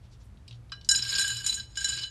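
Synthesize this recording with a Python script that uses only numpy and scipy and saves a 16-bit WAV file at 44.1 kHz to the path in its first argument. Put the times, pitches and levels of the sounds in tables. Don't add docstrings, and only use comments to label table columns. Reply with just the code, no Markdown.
import sys
import numpy as np
from scipy import signal
from scipy.fft import rfft, irfft
from scipy.io import wavfile
from scipy.ndimage import uniform_filter1d

SR = 44100
rng = np.random.default_rng(int(sys.argv[2]) if len(sys.argv) > 2 else 0)


def store_pcm(level_fs):
    pcm = np.round(np.clip(level_fs, -1, 1) * 32767).astype(np.int16)
    wavfile.write(sys.argv[1], SR, np.atleast_2d(pcm).T)


def magnitude_from_level(level_db):
    exponent = np.asarray(level_db, float) / 20
    return 10 ** exponent


N = 92786

# frequency in Hz, density in dB per Hz.
AIR = [(15, -29), (25, 7), (81, 3), (237, -15), (354, -20), (528, -23.5), (1720, -30.5), (2360, -33.5),
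       (15000, -47)]
# frequency in Hz, rms level in dB, wobble in dB.
HUM = [
    (59.9, -61.5, 8),
    (117.5, -61, 7),
]
# centre in seconds, length in seconds, pitch in Hz, level in dB.
TABLE_GROANS = [(0.356, 0.05, 202, -64), (0.883, 0.028, 196, -57), (0.973, 0.047, 230, -59),
                (1.19, 0.068, 176, -58.5), (1.242, 0.051, 204, -57.5), (1.54, 0.12, 214, -64),
                (1.894, .1, 180, -61)]
# centre in seconds, pitch in Hz, level in dB.
BRUSHES = [(.05, 3720, -72), (0.133, 4630, -67.5), (.22, 4860, -71), (.25, 8900, -73), (0.496, 4240, -72),
           (.52, 3570, -79), (0.549, 4200, -72), (0.864, 5500, -66.5)]
# start in seconds, peak in dB, pitch in Hz.
TICKS = [(0.133, -55, 4380), (0.216, -62, 5400), (0.372, -55, 3430), (0.479, -33, 4070),
         (.479, -47.5, 6500), (0.51, -38.5, 3560), (0.526, -41, 3470), (0.543, -51, 3620),
         (.696, -50.5, 3760), (.7205, -26.5, 1520), (0.723, -34.5, 2300), (0.812, -40.5, 4000),
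         (0.847, -38.5, 5130)]
# start in seconds, peak in dB,
# then low, middle and high ring in dB relative to the peak.
FIRST_POUR = [(0.7191, -23.5, -7, -10.5, -41), (0.8889, -7.5, -11.5, -2.5, -3), (0.9121, -14, -3.5, -12, 4),
              (0.9484, -12, -16, 0.5, -33), (0.957, -19.5, -47, -3.5, 3), (0.9906, -16.5, -38, -30, -37),
              (1.0231, -19.5, -12, -1.5, -17), (1.0503, -19, -53, -34, -24), (1.0776, -21, -15, -51, -10),
              (1.0904, -16.5, -43, -9, -9), (1.1278, -17, -25, -29, -31), (1.1416, -18, 0, -38, -43),
              (1.1511, -12.5, -26, -6, -22), (1.1831, -11, -46, -7.5, -8.5), (1.1945, -19.5, 0.5, -43, 4),
              (1.2109, -9.5, -50, -28, -10), (1.2434, -18, -3.5, -33, -9), (1.2779, -21, 2, -34, 0),
              (1.3028, -14.5, -14.5, -38, -12), (1.368, -24.5, -19, -4, -4.5)]
# start in seconds, peak in dB, low, middle and high ring in dB.
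LATER_POURS = [(1.4422, -20.5, -12.5, -35, -8.5), (1.4636, -14, -28, -13, -0.5),
               (1.495, -19, -31, -42, -4.5), (1.5257, -19.5, -45, -28, -8), (1.5419, -25.5, -50, -6, 4),
               (1.598, -26.5, -19, -8.5, -32), (1.7555, -29, -19, -11, -10), (1.7718, -19.5, -6, -10, -3.5),
               (1.8074, -29, -2, -3, -0.5), (1.8439, -13.5, -9, -8, -3), (1.8877, -19, -6, -4, -2),
               (1.9297, -22.5, -17, -11, -42), (1.9754, -21, -13, -15, -31), (1.9868, -18, -24, -15, -31),
               (2.0348, -19, -8, -39, -28)]
# time in seconds, rattle level in dB.
RATTLE = [(0.884, -58), (.95, -30.5), (1.0, -34), (1.08, -34.5), (1.14, -27), (1.22, -27.5), (1.31, -31.5),
          (1.36, -37), (1.43, -39), (1.468, -30), (1.56, -38.5), (1.63, -48), (1.67, -61.5), (1.751, -54),
          (1.77, -37), (1.9, -32), (2.042, -36.5), (2.1, -64)]
# frequency in Hz, level in dB, T60 in seconds.
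JAR = [(1599, -5.5, 0.14), (2989, -9.5, 0.21), (3983, -4, 0.15), (5064, -1.5, 0.061), (5435, -7, 0.14),
       (6720, -7.5, 0.13), (7030, -3.5, 0.085), (7460, -25, 0.037), (8345, -12.5, 0.1), (8506, -12, 0.065),
       (8840, -20.5, 0.14), (9980, -29.5, 0.15), (10980, -20, 0.11), (13000, -39, .05)]
RING_HZ = (1600, 4000, 5200, 7000)
# frequency in Hz, density in dB per Hz.
CRACK = [(200, -17.5), (700, -26), (1600, -11.5), (2500, -9.5), (4500, 5.5), (8800, -6.5), (9300, -17),
         (15000, -13)]
# frequency in Hz, gain in dB.
MIC = [(5, -40), (32, -18), (42, 2.5), (9000, 1.5), (12000, -0.5), (14500, -28), (16000, -45), (22000, -40)]

AIR_DB = -52.5
TICK_S, TICK_WIDTH, BRUSH_S = 0.0045, 0.53, 0.017
RATTLE_COUNT, RATTLE_SPREAD_DB, RATTLE_GAIN_DB = 900, 2.5, -16.5
TWIN_SPLIT, TWIN_DB, TWIN_LONGER = 0.00804, -9.5, 2.38
RING_DB, SCATTER_DB, RISE_T60_S = -6.5, 1.5, 0.007
FLUTTER_RAD, FLUTTER_RATE_HZ, FLICKER_DB, FLICKER_RATE_HZ = 1.03, 61.7, 2.5, 90
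CRACK_DB, CRACK_S, RATTLE_CRACK_DB = -16, 0.0026, -6
GRIND_DB, GRIND_S, BRIGHT_HZ = -10, 0.014, 5560
TABLE_DB, TABLE_T60_S = -5.5, 0.069
HALL_DB, HALL_T60_S, HALL_GAP_S, HALL_HZ = -6, 0.15, 0.013, 6640
RING_WET = 0.3
LAST_POUR_S, MUFFLE_HZ, MUFFLE = 1.6, 9950, 0.51
SQUASH = 1.6


def colour(x, points):
    p = np.array(points)
    hz = np.maximum(np.arange(len(x) // 2 + 1) * SR / len(x), 1)
    gain_db = np.interp(np.log(hz), np.log(p[:, 0]), p[:, 1], left=-60)
    return irfft(rfft(x) * magnitude_from_level(gain_db), len(x))


def unit(x):
    return x / np.sqrt(np.mean(x ** 2))


def walk(rate):
    k = int(SR / rate)
    return unit(uniform_filter1d(uniform_filter1d(rng.standard_normal(N), k), k))


def band(x, hz, width):
    edges = [hz / (1 + width / 2), hz * (1 + width / 2)]
    return signal.sosfilt(signal.butter(2, edges, "band", fs=SR, output="sos"), x)


def spikes(times, sizes):
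    return np.bincount(np.clip((times * SR).astype(int), 0, N - 1), sizes, N)


def fade(x, hz, t60):
    pole = np.exp(2j * np.pi * hz / SR - np.log(1000) / (t60 * SR))
    return signal.lfilter([1], [1, -pole], x)


def air():
    t = np.arange(N) / SR
    out = magnitude_from_level(AIR_DB) * unit(colour(rng.standard_normal(N), AIR))
    for hz, db, wobble_db in HUM:
        level = np.sqrt(2) * magnitude_from_level(db + wobble_db * walk(8.6))
        out = out + level * np.sin(2 * np.pi * hz * t + 0.32 * walk(3.1))
    return out


def swell(noise, centre, length, hz, width, db):
    t = np.arange(N) / SR
    return magnitude_from_level(db) * np.exp(-0.5 * ((t - centre) / length) ** 2) * unit(band(noise, hz, width))


def table_groans():
    noise = rng.standard_normal(N)
    return sum(swell(noise, s, length, hz, 0.14, db) for s, length, hz, db in TABLE_GROANS)


def hand_brushes():
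    noise = rng.standard_normal(N)
    return sum(swell(noise, s, BRUSH_S, hz, 0.93, db) for s, hz, db in BRUSHES)


def hand_ticks():
    t, noise, out = np.arange(N) / SR, rng.standard_normal(N), 0
    for s, db, hz in TICKS:
        burst = (t >= s) * np.exp(-np.abs(t - s) / TICK_S) * noise
        out = out + magnitude_from_level(db + 0.5) * band(burst, hz, TICK_WIDTH)
    return out


def pebbles():
    curve = np.array(RATTLE)
    when = rng.uniform(curve[0, 0], curve[-1, 0], RATTLE_COUNT)
    spread_db = -RATTLE_SPREAD_DB * np.log(0.047 + rng.random(RATTLE_COUNT))
    return when, magnitude_from_level(np.interp(when, *curve.T) + RATTLE_GAIN_DB + spread_db)


def ring(push, hz, t60):
    flicker = magnitude_from_level(FLICKER_DB * walk(FLICKER_RATE_HZ))
    shake = flicker * np.exp(1j * FLUTTER_RAD * walk(FLUTTER_RATE_HZ))
    swelled = fade(push, hz, RISE_T60_S) * np.log(1000) / (RISE_T60_S * SR)
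    return (fade(swelled, hz, t60) * shake).imag


def jar_rings(hits, when, size):
    out = 0
    for k, (hz, db, t60) in enumerate(JAR):
        rel_db = np.array([np.interp(hz, RING_HZ, (low, -6, mid, high)) for low, mid, high in hits[:, 2:]])
        for twin in (0, 1):
            scatter_db = SCATTER_DB * rng.standard_normal(len(hits))
            strong = magnitude_from_level(hits[:, 1] + rel_db + RING_DB + scatter_db) * rng.choice([-1, 1], len(hits))
            weak = size * np.cos(2 * np.pi * rng.random(len(size)))
            push = spikes(hits[:, 0], strong) + spikes(when, weak) + 1e-18
            pitch = hz * (1 + TWIN_SPLIT * twin * (-1) ** k)
            out = out + magnitude_from_level(db + TWIN_DB * twin) * ring(push, pitch, t60 * TWIN_LONGER ** twin)
    return out


def jar_cracks(hits, when, size):
    noise, out = rng.standard_normal(N), 0
    for kind, bright_db in (("low", 0), ("high", hits[:, -1] + 6)):
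        stones = spikes(hits[:, 0], magnitude_from_level(hits[:, 1] + bright_db + CRACK_DB))
        push = stones + spikes(when, size * magnitude_from_level(RATTLE_CRACK_DB))
        shape = (fade(push, 0, 7 * CRACK_S) + magnitude_from_level(GRIND_DB) * fade(push, 0, 7 * GRIND_S)).real
        part = signal.lfilter(*signal.butter(2, BRIGHT_HZ, kind, fs=SR), shape * noise)
        out = out + colour(part, CRACK)
    return out / np.std(colour(noise, CRACK))


def jar():
    hits = np.array(FIRST_POUR + LATER_POURS)
    when, size = pebbles()
    return jar_rings(hits, when, size), jar_cracks(hits, when, size)


def tail(t60):
    t = np.arange(SR // 2) / SR
    return rng.standard_normal(len(t)) * magnitude_from_level(-60 * t / t60) * np.sqrt(2 * np.log(1000) / t60 / SR)


def hall(x):
    late = tail(HALL_T60_S) * (np.arange(SR // 2) / SR > HALL_GAP_S)
    late = signal.lfilter(*signal.butter(1, HALL_HZ, fs=SR), late)
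    echo = magnitude_from_level(TABLE_DB) * tail(TABLE_T60_S) + magnitude_from_level(HALL_DB) * late
    return x + signal.fftconvolve(x, echo)[:N]


def muffle(x):
    top = signal.sosfiltfilt(signal.butter(4, MUFFLE_HZ, "high", fs=SR, output="sos"), x)
    return x - MUFFLE * top * (np.arange(N) > LAST_POUR_S * SR)


def scene():
    rings, cracks = jar()
    handling = hand_ticks() + hand_brushes() + table_groans()
    near = (1 - RING_WET) * rings + hall(RING_WET * rings + cracks + handling)
    return (muffle(near) + air())[None]


def band_limit(x):
    return signal.sosfilt(signal.butter(12, 15140, fs=SR, output="sos"), x)


def record(dry):
    rounded = np.tanh(SQUASH * dry[0]) / SQUASH
    return band_limit(colour(rounded, MIC)[None])


dry = scene()
out = record(dry)
store_pcm(out)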